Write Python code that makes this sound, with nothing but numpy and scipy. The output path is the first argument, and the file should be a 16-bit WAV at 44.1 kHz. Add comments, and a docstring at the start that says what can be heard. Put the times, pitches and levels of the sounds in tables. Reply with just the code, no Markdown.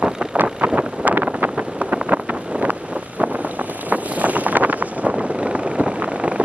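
"""A dirt road below an embankment, where a diesel tractor hauling a loaded trolley is heard from a distance.
The tractor is uneven firing pulses and puffs with an echo, ringing clacks and a low roll of noise.
A small single-cylinder engine, likely a motorbike, hisses close by after four seconds and putters away:
beamed noise layers that pass, exhaust puffs, ringing valves, gritty tyres and short metallic ticks.
Wind flutters and slaps on the microphone as noise and short eddies, and its limiter ducks; far off, dry air hisses."""
import sys
import numpy as np
from scipy import signal
from scipy.fft import rfft, irfft
from scipy.io import wavfile
from scipy.ndimage import uniform_filter1d, minimum_filter1d

SR = 44100
rng = np.random.default_rng(int(sys.argv[2]) if len(sys.argv) > 2 else 0)


def transcribe(u):
    """Save the signal u as a 16-bit wav file named by the first command-line argument.

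    u: samples, shape (n,) or (channels, n), limited to [-1, 1]; the rate is SR.
    q: integer samples, one column per channel.
    """
    v = np.clip(np.atleast_2d(u).T, -1, 1)
    q = np.round(v * 32767).astype(np.int16)
    wavfile.write(sys.argv[1], SR, q)


N = 284268
TIME = np.arange(N) / SR  # s
EDDY_TIME = np.arange(-256, 257) / SR  # s, zero at the middle of an eddy

TRACTOR_FIRING_HZ = 58.22
# The motorbike's pass: when it is nearest, how near, and how fast.
PASS_S, NEAREST_M, SPEED_M_PER_S = 4.287, 1.8, 6.3

# Flurries of eddies at the microphone.
# Each row: start in seconds, length in seconds, relative level in dB, centre in Hz.
FLURRIES = [(0.029, 0.061, -17.5, 690), (0.209, 0.019, -17.5, 850), (0.351, 0.0049, -16.5, 830),
            (0.394, 0.028, -14, 1000), (0.43, 0.057, -22, 860), (0.61, 0.017, -22, 960),
            (0.628, 0.027, -14, 820), (0.726, 0.051, -18, 490), (0.773, 0.019, -15, 970),
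            (0.861, 0.0055, -21.5, 800), (1, 0.018, -21, 620), (1.061, 0.036, -16, 990),
            (1.112, 0.018, -12, 720), (1.143, 0.023, -16.5, 770), (1.172, 0.0082, -7.5, 1030),
            (1.218, 0.021, -15.5, 890), (1.271, 0.015, -13, 930), (1.341, 0.022, -21.5, 820),
            (1.426, 0.027, -17, 1060), (1.574, 0.029, -19.5, 830), (1.813, 0.0094, -14.5, 1010),
            (1.923, 0.021, -15.5, 890), (2.013, 0.0048, -15.5, 920), (2.089, 0.0078, -16.5, 1060),
            (2.118, 0.029, -15.5, 945), (2.197, 0.0046, -15, 850), (2.29, 0.017, -16, 1040),
            (2.336, 0.038, -23.5, 700), (2.546, 0.013, -18.5, 600), (2.627, 0.033, -18, 660),
            (2.92, 0.017, -24, 760), (2.952, 0.021, -20.5, 790), (3.201, 0.02, -15.5, 760),
            (3.233, 0.0048, -10, 810), (3.342, 0.015, -17.5, 710), (3.39, 0.0054, -19.5, 900),
            (3.447, 0.0082, -16, 670), (3.592, 0.0052, -18.5, 736), (3.611, 0.0064, -17.5, 824),
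            (3.694, 0.0066, -21, 800), (3.919, 0.034, -14, 1040), (4.07, 0.006, -39, 790),
            (4.199, 0.031, -26.5, 710), (4.238, 0.032, -17, 764), (4.355, 0.017, -16.5, 810),
            (4.46, 0.033, -20, 910), (4.524, 0.012, -17, 830), (4.551, 0.01, -13.5, 1200),
            (4.565, 0.021, -14, 1010), (4.6, 0.033, -19, 724), (4.62, 0.038, -13, 1100),
            (4.697, 0.0071, -16.5, 880), (4.724, 0.023, -20.5, 960), (4.82, 0.0047, -22, 1230),
            (5.041, 0.074, -18.5, 760), (5.549, 0.0082, -19, 620), (5.804, 0.014, -12, 540),
            (5.86, 0.028, -17, 670), (6.017, 0.031, -23.5, 850), (6.244, 0.018, -18, 570),
            (6.316, 0.0049, -17, 764), (6.398, 0.02, -14, 664)]
# The steady wind, with a lull near three seconds. Each row: time in seconds, relative level in dB.
STEADY_WIND = [(0, -29.5), (0.55, -36.5), (0.8, -31), (1.3, -27), (1.85, -25.5), (2.15, -31.5),
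               (2.55, -26.5), (2.98, -32.5), (3.07, -47), (3.28, -25.5), (3.75, -36.5), (4.0, -23),
               (4.65, -24), (4.92, -28), (5.2, -23), (5.85, -24), (6.45, -26.5)]


def tractor(level_db=-37, rough=0.54, knock_s=0.0039, echo_db=-5, echo_s=.047):
    """Four uneven cylinders fire a pulse and a puff each; the embankment throws them back."""
    # Exhaust and block. Each row: frequency in Hz, relative density in dB per Hz.
    spectrum = [(30, -37), (60, -14), (110, 0.5), (350, -6.5), (520, -4.5), (800, -11.5), (1150, -13.5),
                (1370, -7.5), (1600, -15), (2200, -23.5), (2700, -18.5), (4500, -30.5), (8000, -39.5),
                (14000, -70)]
    firings = np.cumsum(TRACTOR_FIRING_HZ * (1 + .008 * wander(2))) / SR
    cylinder = gain_of(np.array([4.0, -1.5, 3.5, -2.0]))[firings.astype(int) % 4]
    pulses = np.diff(np.floor(firings), prepend=0) * cylinder * gain_of(0.51 * wander(40))
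    age_s = (firings % 1) / TRACTOR_FIRING_HZ
    puffs = noise() * cylinder * (0.4 + np.exp(-age_s / knock_s))
    # hood and load smear each pulse
    scatter = rng.standard_normal(900) * np.exp(-np.arange(900) / 260)
    pulses = signal.oaconvolve(pulses, scatter)[:N]
    direct = coloured((1 - rough) * evened(pulses) + rough * evened(puffs), spectrum)
    echo = gain_of(echo_db) * np.roll(direct, round(echo_s * SR), 1)
    return gain_of(level_db + wander(0.33)) * evened(direct + echo)


def knock(weak_db=-15, decay_s=0.0021, uneven_db=2):
    """Injection clacks ring the engine block, strong and weak by turns."""
    # The clack fades as the tractor turns side on. Each row: time in seconds, level in dB.
    level_rows = [(0, -44), (.11, -42.5), (.2, -39.5), (.29, -41), (.35, -53), (.55, -46), (.66, -39.5),
                  (.72, -42), (.85, -59), (3, -61), (6.45, -74)]
    # Ring of the block. 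Each row: frequency in Hz, relative level in dB, time to fall 60 dB in seconds.
    modes = [(836, -17, .02), (1380, 2.5, 0.012), (1920, 5, 0.012), (2200, 5.5, 0.0097), (2810, -1, .022),
             (3100, -6, 0.033), (3500, -7, 0.038), (3750, -4, 0.025), (5100, -21, 0.0052),
             (6250, -10, 0.0031)]
    firings = TRACTOR_FIRING_HZ * TIME + 1.25 + .05 * wander(20)
    age_s = (firings % 1) / TRACTOR_FIRING_HZ
    blow_db = weak_db * (firings.astype(int) % 2) + uneven_db * wander(25)
    blows = np.exp(-age_s / decay_s) * gain_of(blow_db)
    tone = [(4000, -4), (7000, -2), (10000, -18), (15000, -40)]
    return gain_of(curve(level_rows)) * coloured(rung(noise() * blows, modes), tone)


def rumble(level_db=-51):
    """The low, even roll of the tractor and its load, as shaped noise."""
    spectrum = [(20, -18), (42, -6), (65, -6), (100, -3), (200, -19), (1000, -69)]
    return gain_of(level_db) * coloured(noise(), spectrum)


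def motorbike(rattle_db=1.5, uneven_db=1.3, aside_db=2, near_db=4, stones_db=3):
    """Every firing gives an exhaust puff and a valve tick, and jerks the hissing chain."""
    # Each row: time in seconds, firing rate in Hz.
    rate_rows = [(0, 29), (2.6, 28.6), (3.3, 27.6), (3.8, 26.6), (4.3, 25.2), (4.8, 24.6), (5.3, 24.4),
                 (5.8, 24.6), (6.1, 25), (6.45, 25)]
    rate_hz = curve(rate_rows)
    cycles = np.cumsum(rate_hz) / SR + .09
    age_s = (cycles % 1) / rate_hz
    strength = gain_of(uneven_db * wander(4.9))
    exhaust = muffler(cycles, age_s, strength)
    hiss = chain(cycles)
    # Clatter of the engine. Each row: frequency in Hz, relative density in dB per Hz.
    clatter_spectrum = [(600, 12), (1600, 5), (2800, 8.5), (3700, 3.5), (4600, -14), (6400, -7.5),
                        (8000, -24), (9500, -18.5), (12000, -34), (15000, -44)]
    clatter = coloured(noise() * gain_of(rattle_db * wander(73)), clatter_spectrum)
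    clatter = passing(level_db=-35, aim_deg=22, beam_deg=190) * clatter
    taps = noise() * np.exp(-age_s / .0011) * strength
    rattle = ports(clatter + valves(taps), side_db=aside_db)
    # passing to one side, it differs more between the ports, most of all when nearest
    nearness = NEAREST_M / np.hypot(NEAREST_M, SPEED_M_PER_S * (PASS_S - TIME))
    rattle = rattle + (gain_of(near_db * nearness) - 1) * (rattle - rattle.mean(0))
    details = ports(gravel() + swish() + metallic_ticks(), side_db=stones_db)
    return ports(exhaust) + rattle + details + facing(ports(hiss, side_db=10.5))


def muffler(cycles, age_s, strength, puff_s=.0026):
    """Each firing sends a click and a dying puff of noise through the exhaust."""
    # The exhaust points backwards and comes up as the motorbike goes by.
    # Each row: time in seconds, level in dB.
    level_rows = [(0, -82), (3.3, -43.5), (4.1, -29), (4.6, -33), (5, -37.5), (5.4, -32), (5.75, -28),
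                  (6.1, -28.5), (6.45, -25)]
    # Each row: frequency in Hz, relative density in dB per Hz.
    spectrum = [(40, -22), (120, -12), (300, 7), (480, 0), (720, 5), (1000, -4.5), (1500, -13), (2400, -12),
                (3500, -34), (7000, -76), (15000, -80)]
    puffs = evened(noise() * (0.09 + np.exp(-age_s / puff_s)) * strength)
    fired = np.diff(np.floor(cycles), prepend=0) * strength
    return gain_of(curve(level_rows)) * coloured(puffs + 0.34 * evened(fired), spectrum)


def chain(cycles, shade_s=4.19, shade_fade_s=.08, shade_db=-6):
    """The chain hisses in time with the firing; the body hides it as it draws level."""
    # Each row: frequency in Hz, relative density in dB per Hz.
    spectrum = [(2000, -22), (4000, 7.5), (7500, -16), (9200, -3), (10400, 1), (11800, 1), (13200, -8),
                (14300, -13), (16000, -40)]
    throb = gain_of(3.2 * np.cos(2 * np.pi * (cycles - .7)) + wander(90))
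    hidden_db = shade_db * np.clip((TIME - shade_s) / shade_fade_s, 0, 1)
    level = passing(level_db=-53, aim_deg=34, beam_deg=59) * gain_of(hidden_db + 2.2 * wander(10))
    return level * coloured(noise() * throb, spectrum)


def valves(taps, vary_db=3.5, dull_db_per_octave=7, dull_from_hz=2300, dull_s=5.37, dull_fade_s=.2):
    """Each tap rings the modes in a slowly varying mixture; the high ones fade as the engine draws away."""
    # Valve ring. Each row: frequency in Hz, relative level in dB, time to fall 60 dB in seconds.
    modes = [(1460, 17.5, 0.031), (2284, 11, 0.029), (3620, 4.5, 0.049), (3960, 9, 0.039),
             (4980, -4.5, 0.023), (6900, -13, .016)]
    # The ticks come out once the engine's side and back face the microphone.
    # Each row: time in seconds, level in dB.
    level_rows = [(0, -67), (3.4, -58), (4.4, -64), (4.95, -55), (5.5, -45), (5.7, -49.5), (6.05, -47),
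                  (6.45, -44)]
    gone, rings = np.clip((TIME - dull_s) / dull_fade_s, 0, 1), 0
    for hz, db, t60 in modes:
        dull_db = dull_db_per_octave * max(np.log2(hz / dull_from_hz), 0) * gone
        mode_gain = gain_of(db + vary_db * wander(8.4) - dull_db)
        rings = rings + mode_gain * rung(taps, [(hz, db, t60)])
    return gain_of(curve(level_rows)) * coloured(rings, [(5000, 18), (8000, -15), (14000, -30)])


def gravel(grains_per_s=130, spread_db=4, grain_s=0.0092):
    """Larger stones snap one by one; fine ones crackle under the tyres as they pass."""
    # Grit snapping under the tyres. Each row: time in seconds, level in dB.
    snap_rows = [(3.7, -33), (3.812, -34.5), (3.863, -42), (4.062, -29), (4.08, -34), (4.199, -29),
                 (4.219, -29), (4.237, -30), (4.254, -30), (4.298, -29), (4.367, -42), (4.41, -32),
                 (4.44, -29.5), (4.521, -35), (4.862, -50)]
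    colour = [(800, 7), (3000, 12.5), (6000, -4.5), (8000, -15.5), (10000, 1), (13000, -8), (15000, -38)]
    grain_gain = gain_of(spread_db * np.minimum(rng.exponential(1, N), 3))
    grains = (rng.random(N) < grains_per_s / SR) * grain_gain
    bursts = signal.lfilter([1], [1, -np.exp(-1 / (grain_s * SR))], grains)
    crackle = passing(level_db=-43, aim_deg=103, beam_deg=110) * coloured(noise() * bursts, colour)
    return snaps(snap_rows, 0.0065, colour) + crackle


def swish(width_hz=3000, uneven_db=3.5):
    """Tyres on dust: an uneven hiss whose centre sinks as they pass."""
    # Each row: time in seconds, centre in Hz, level in dB.
    swish_rows = [(0, 10400, -85), (3, 10400, -72), (3.6, 9000, -66), (3.95, 8200, -56), (4.2, 7600, -53),
                  (4.45, 5200, -52), (4.62, 4800, -56), (4.9, 5200, -57), (5.08, 5200, -68),
                  (6.45, 5000, -76)]
    s, hz, db = np.transpose(swish_rows)
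    centre_hz, sound = np.interp(TIME, s, hz), noise()
    for _ in range(3):
        sound = resonate(sound, centre_hz, width_hz)
    return gain_of(np.interp(TIME, s, db) + uneven_db * wander(22)) * evened(sound)


def metallic_ticks(ring_s=0.022, chatter_s=0.0029, contact_db=-7):
    """Short metallic ticks: a brief burst of noise excites a ring at one pitch."""
    # A loose part rattling at first; the last few are single louder valve ticks of the engine.
    # Each row: time in seconds, peak level in dB, pitch in Hz.
    tick_rows = [(3.511, -30, 3900), (3.811, -25, 3800), (4.058, -33, 2750), (4.296, -25, 2800),
                 (4.353, -21, 2830), (4.442, -29, 2830), (4.914, -36, 3480), (4.978, -32.5, 3580),
                 (5.192, -25, 2030), (5.429, -35, 3760)]
    contact_spectrum = [(800, 2), (3500, 23), (7000, -32), (14000, -47)]
    out, t = np.zeros((2, N)), np.arange(2048) / SR
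    for s, db, hz in tick_rows:
        chatter = noise(size=len(t)) * np.exp(-t / chatter_s)
        ring = gain_of(-60 * t / ring_s) * np.sin(2 * np.pi * hz * t)
        tone = signal.oaconvolve(chatter, ring[None], axes=1)[:, :len(t)]
        tick = evened(tone) + gain_of(contact_db) * coloured(chatter, contact_spectrum)
        add(out, s, gain_of(db) * tick / abs(tick).max())
    return out


def passing(level_db, aim_deg, beam_deg, throttle_s=5.4, throttle_db_per_s=13):
    """Amplitude of a passing part: one over distance, its beam (12 dB less at beam_deg off aim), the throttle."""
    ahead_m = SPEED_M_PER_S * (PASS_S - TIME)
    # the aim counts from straight ahead
    off_aim = (np.degrees(np.arctan2(NEAREST_M, ahead_m)) - aim_deg) / beam_deg
    beam_db = -12 * off_aim ** 2
    # once past, the rider opens the throttle
    throttle_db = throttle_db_per_s * np.maximum(TIME - throttle_s, 0)
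    return gain_of(level_db + beam_db + throttle_db) * NEAREST_M / np.hypot(NEAREST_M, ahead_m)


def facing(stereo):
    """As the hiss meets the two ports more or less squarely, their sum changes and their difference stays."""
    # Each row: time in seconds, gain of the sum in dB.
    sum_rows = [(0, 19), (2.5, 5), (3.5, -6.5), (3.75, -30), (3.9, 5), (4.4, 28), (4.6, 14), (5.2, -7),
                (6.45, 8)]
    return stereo + (gain_of(curve(sum_rows)) - 1) * stereo.mean(0)


def slaps(level_db=-4.5, slap_cycles=.8):
    """Single hard eddies slap the microphone; some overload it with a crack."""
    # Each row: time in seconds, relative level in dB, centre in Hz.
    slap_rows = [(0.0265, 2, 880), (0.359, 1.5, 676), (0.367, 2, 635), (0.3897, 0.5, 744),
                 (0.4082, 6.5, 915), (0.4383, 5, 830), (0.6135, -4, 1030), (0.636, -12.5, 2200),
                 (0.6384, 4, 1110), (0.6434, 7, 890), (0.692, -9, 920), (0.781, -11, 1410),
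                 (0.785, -5, 846), (1.054, 1.5, 666), (1.0626, -1, 520), (1.0725, -1.5, 1300),
                 (1.078, 7.5, 1180), (1.0868, 10.5, 840), (1.1134, 5, 596), (1.1272, 0, 1200),
                 (1.1752, -7, 1370), (1.2205, 0, 1100), (1.233, 3, 1150), (1.282, -10, 1100),
                 (1.428, -10, 846), (1.4325, 1, 930), (1.4385, -2.5, 1540), (1.4415, 7, 1140),
                 (1.4515, 1.5, 640), (1.4915, -9, 960), (1.585, -6, 850), (1.5945, -7.5, 1480),
                 (1.8165, -5, 1090), (1.933, 0, 740), (2.0143, 0, 930), (2.0922, -2, 1090),
                 (2.1223, 1, 1160), (2.1325, 1.5, 617), (2.136, 3, 806), (2.1388, 8.5, 965),
                 (2.1715, -6.5, 940), (2.301, -12, 1850), (2.6259, -11.5, 1800), (2.631, -6, 910),
                 (2.6413, -7, 480), (2.652, -5.5, 1520), (2.656, -6, 700), (2.6962, -1, 830),
                 (2.7047, 6.5, 1190), (3.2388, 8.5, 800), (3.448, -7, 760), (3.5935, -5.5, 790),
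                 (3.6135, -9, 970), (3.9248, 11, 1000), (4.215, -7, 1150), (4.2429, 6.5, 800),
                 (4.2523, -5, 650), (4.268, -5, 800), (4.367, 2.5, 940), (4.4656, 4, 890),
                 (4.527, -5, 1250), (4.557, 5, 1470), (4.568, 5, 840), (4.5717, 7, 990), (4.625, -2, 650),
                 (4.632, -1, 900), (4.6375, 8, 1330), (4.649, 8, 1080), (4.699, -4, 1300),
                 (4.728, 0.5, 1510), (4.7315, 2, 1290), (4.8253, 4, 1000), (5.0687, 9.5, 570),
                 (5.1425, -0.5, 650), (5.8142, -17, 420), (6.0227, -2.5, 1180), (6.044, -5, 1320),
                 (6.3197, -4.5, 625), (6.4016, 5.5, 392)]
    # Sharp cracks of overload. Each row: time in seconds, level in dB.
    crack_rows = [(0.4095, -10), (1.0787, -1.5), (1.1273, -16.5), (1.4407, -23), (1.8169, -21),
                  (2.1379, -24), (2.7046, -14), (4.557, -30), (4.5708, -7), (4.638, -20)]
    crack_spectrum = [(300, -29), (1500, 25.5), (3000, 6.5), (6000, -4.5), (10000, -25.5), (16000, -43)]
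    out = np.zeros((2, N))
    for s, db, hz in slap_rows:
        add(out, s + EDDY_TIME[0], gain_of(db + level_db) * eddy(hz, slap_cycles))
    return out + snaps(crack_rows, 0.0012, crack_spectrum)


def buffets(gap_s=.0023, cycles=.75, spread_db=4, spread_octaves=0.55, octaves_per_db=0.0867,
            churn=1.0, churn_pitch=0.5):
    """A flurry is a dense run of eddies of mixed size and pitch, the stronger tending higher, over a deeper churn."""
    out, size = np.zeros((2, N)), 4096
    hz, t = np.fft.rfftfreq(size, 1 / SR), np.arange(size) / SR - .01
    for s, length, db, centre in list(FLURRIES) + small_flurries():
        outside = np.maximum(abs(t - length / 2) - 0.4 * length, 0)
        shape = np.exp(-outside / (0.00024 + 0.085 * length))
        run = np.zeros((2, size))
        for k, (delay, strength, pitch) in enumerate(rng.uniform(-0.988, 1, size=(34, 3))):
            at = (k + .5 + delay / 2) * gap_s
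            eddy_db = spread_db * strength
            octaves = spread_octaves * pitch + octaves_per_db * eddy_db
            swing = eddy(centre * 2 ** octaves, cycles)
            add(run, at + EDDY_TIME[0] - t[0], gain_of(eddy_db) * np.interp(at, t, shape) * swing)
        deep = irfft(rfft(noise(size=size) * shape) * flurry_colour(hz, churn_pitch * centre))
        flurry = evened(run) + churn * evened(deep)
        # a longer flurry carries more energy
        flurry *= np.sqrt(length * SR / np.sum(flurry ** 2, axis=1, keepdims=True))
        add(out, s + t[0], gain_of(db) * flurry)
    return out


def small_flurries(per_s=5, length_s=0.01, over_db=3, spread_db=2, centre_hz=640):
    """Chance flurries a little above the breeze, as rows like those of the flurry table."""
    slot_s = .05
    slots = np.arange(0, N / SR, slot_s)
    chance, delay, length, strength = rng.random((len(slots), 4)).T
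    db = np.interp(slots, *np.transpose(STEADY_WIND)) + over_db + spread_db * (2 * strength - 1)
    start_s, pitch_hz = slots + delay * slot_s, centre_hz * 2 ** (strength - .5)
    rows = np.column_stack([start_s, length_s * (.5 + length), db, pitch_hz])
    return list(rows[chance < per_s * slot_s])


def flurry_colour(hz, centre, corner=0.88, low_corner=0.44, steepness=2.7):
    """A broad hump around the centre that falls steeply into the treble."""
    rise = hz / np.hypot(hz, low_corner * centre)
    fall = np.hypot(1, (hz / (corner * centre)) ** steepness)
    return rise / fall / (1 + (hz / 4800) ** 4)


def eddy(hz, cycles, overtone_db=-17.0):
    """One eddy swings the pressure briefly, with two overtones on its cosine."""
    t = EDDY_TIME
    swing = 0
    for k, phase in enumerate(rng.random((3, 2, 1))):
        swing = swing + gain_of(k * overtone_db) * np.cos(2 * np.pi * ((k + 1) * hz * t + phase))
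    return swing / np.cosh(2 * hz * t / cycles)


def breeze(flutter_db=3.0, flutter_hz=35, edge_db=-14, edge_flutter_db=6, level_db=-1, drift_db=0.45):
    """Turbulence at the ports; its stronger moments are also brighter."""
    # The wind's flutter. Each row: frequency in Hz, relative density in dB per Hz.
    body_spectrum = [(20, -41), (45, -27), (80, -14), (130, -5), (250, 1), (420, 2), (700, -5),
                     (1000, -12.5), (1500, -20), (2500, -33), (5000, -75), (12000, -84)]
    edge_spectrum = [(150, -33), (500, 8.0), (900, -1), (1600, -20), (2800, -41), (6000, -64), (14000, -70)]
    eddies = np.clip(wander(flutter_hz), -2.5, 2.3)
    body = coloured(noise() * gain_of(flutter_db * eddies), body_spectrum)
    edge = coloured(noise() * gain_of(edge_flutter_db * eddies), edge_spectrum)
    return wind_level() * gain_of(level_db + drift_db * wander(29)) * (body + gain_of(edge_db) * edge)


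def wind_level(swell_db=-3.5, rise_s=0.017, fall_s=0.036):
    """Amplitude of the wind: the steady breeze and a swell under each listed flurry, more for a long one."""
    power = gain_of(curve(STEADY_WIND)) ** 2
    for s, length, db, _ in FLURRIES:
        outside = np.maximum(s - TIME, 0) / rise_s + np.maximum(TIME - s - length, 0) / fall_s
        swell = gain_of(db + swell_db) * np.exp(-np.minimum(outside, 20))
        power = power + length / fall_s * swell ** 2
    return np.sqrt(power)


def air(level_db=-47.5, rustle_db=2.5):
    """A far hiss with a fine dry rustle in it, as unevenly shaken noise."""
    # Distant road and dry leaves. Each row: frequency in Hz, relative density in dB per Hz.
    spectrum = [(300, -2), (2000, 3), (3500, -3), (5500, -16), (8000, -20), (10500, -18.5), (12000, -23.5),
                (13500, -58), (15000, -53)]
    rustle = coloured(noise() * gain_of(rustle_db * wander(140)), spectrum)
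    return gain_of(level_db + 0.57 * wander(5.0)) * rustle


def ports(pair, side_db=0, skew_s=.000011, low_cut_hz=75, likeness=.65):
    """Two close ports behind a wind filter: their difference lags the sum by about a quarter turn."""
    # The ports differ more towards the treble. Each row: frequency in Hz, side minus mid in dB before side_db.
    width = [(60, -50), (250, -62), (430, -30.5), (710, -21), (1200, -13.5), (2000, -7), (3100, -3),
             (5000, 6), (8300, 11.5), (13000, 5.5)]
    hz = np.fft.rfftfreq(N, 1 / SR)
    mid, other = rfft(pair) * hz / np.hypot(hz, low_cut_hz)
    turn = np.exp(-1j * (1.32 + 2 * np.pi * hz * skew_s))
    mixture = likeness * turn * mid + np.sqrt(1 - likeness ** 2) * other
    side = gain_of(read(width, hz) + side_db) * mixture
    return irfft(np.array([mid + side, mid - side]), N)


def snaps(rows, decay_s, spectrum):
    """Very short bursts of noise, one for each row of time in seconds and level in dB."""
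    out, t = np.zeros((2, N)), np.arange(2048) / SR
    shape = np.exp(-t / decay_s) * (1 - np.exp(-t / 0.000067))
    for s, db in rows:
        burst = coloured(noise(size=len(t)), spectrum) * shape
        add(out, s - decay_s / 2, gain_of(db) * burst)
    return out


def rung(x, modes):
    """Rings a set of decaying sine modes; rms one."""
    t = np.arange(2048) / SR
    ring = sum(gain_of(db - 60 * t / t60) * np.sin(2 * np.pi * hz * t) for hz, db, t60 in modes)
    return evened(signal.oaconvolve(x, ring[None], axes=1)[:, :N])


def resonate(x, hz, width_hz):
    """A resonance of gain one that follows a pitch curve, by shifting the pitch to zero and back."""
    turn = np.exp(2j * np.pi * np.cumsum(hz) / SR)
    r = np.exp(-np.pi * width_hz / SR)
    return 2 * (turn * signal.lfilter([1 - r], [1, -r], x / turn)).real


def gain_of(db):
    """Decibels to amplitude."""
    return 10 ** (np.asarray(db) / 20)


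def evened(x):
    """Scales to an rms of one."""
    return x / np.sqrt(np.mean(x ** 2) + 1e-20)


def curve(rows):
    """Values over time from rows of time in seconds and value."""
    return np.interp(TIME, *np.transpose(rows))


def read(points, hz):
    """A spectrum table on a log-frequency axis."""
    f, value = np.transpose(points)
    return np.interp(np.log(hz + 1), np.log(f + 1), value)


def coloured(x, points):
    """Filters by rows of frequency in Hz and dB; rms one."""
    size = x.shape[-1]
    filter_gain = gain_of(read(points, np.fft.rfftfreq(size, 1 / SR)))
    return evened(irfft(rfft(x) * filter_gain, size))


def wander(rate_hz):
    """Random motion of rms one, mostly below the given rate."""
    hz = np.fft.rfftfreq(N, 1 / SR)
    return evened(irfft(rfft(rng.standard_normal(N)) / (1 + (hz / rate_hz) ** 4), N))


def noise(size=N):
    """Two unrelated noises: the sound itself and the part that the ports do not share."""
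    return rng.standard_normal((2, size))


def add(mix, s, sound):
    """Adds a sound at a time in seconds."""
    part = mix[:, max(round(s * SR), 0):][:, :sound.shape[1]]
    part += sound[:, :part.shape[1]]


def scene():
    """Engines, air and wind at the microphone."""
    ahead = ports(tractor() + knock(), side_db=-11.5)
    around = ports(rumble() + air() + breeze())
    gusts = ports(slaps() + buffets(), side_db=4.0, low_cut_hz=310)
    return ahead + around + motorbike() + gusts


def record(dry, recovery_db_per_s=18, edge_hz=15800):
    """A limiter ducks at the hardest slaps and recovers slowly; then a low-pass limits the band."""
    peak_db = 20 * np.log10(abs(dry.mean(0)) + 1e-6)
    fall_db = TIME * recovery_db_per_s
    over_db = np.maximum(np.maximum.accumulate(peak_db + fall_db) - fall_db, 0)
    ducked = dry / gain_of(uniform_filter1d(over_db, size=100))
    # a quick second stage rounds off the peaks that are left
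    room = minimum_filter1d(1 / np.maximum(abs(ducked).max(0), 1), size=61)
    limited = ducked * uniform_filter1d(uniform_filter1d(room, size=31), size=31)
    low_pass = signal.firwin(511, edge_hz, window=("kaiser", 9), fs=SR)
    return signal.oaconvolve(limited, low_pass[None], "same")


dry = scene()
out = record(dry)
transcribe(out)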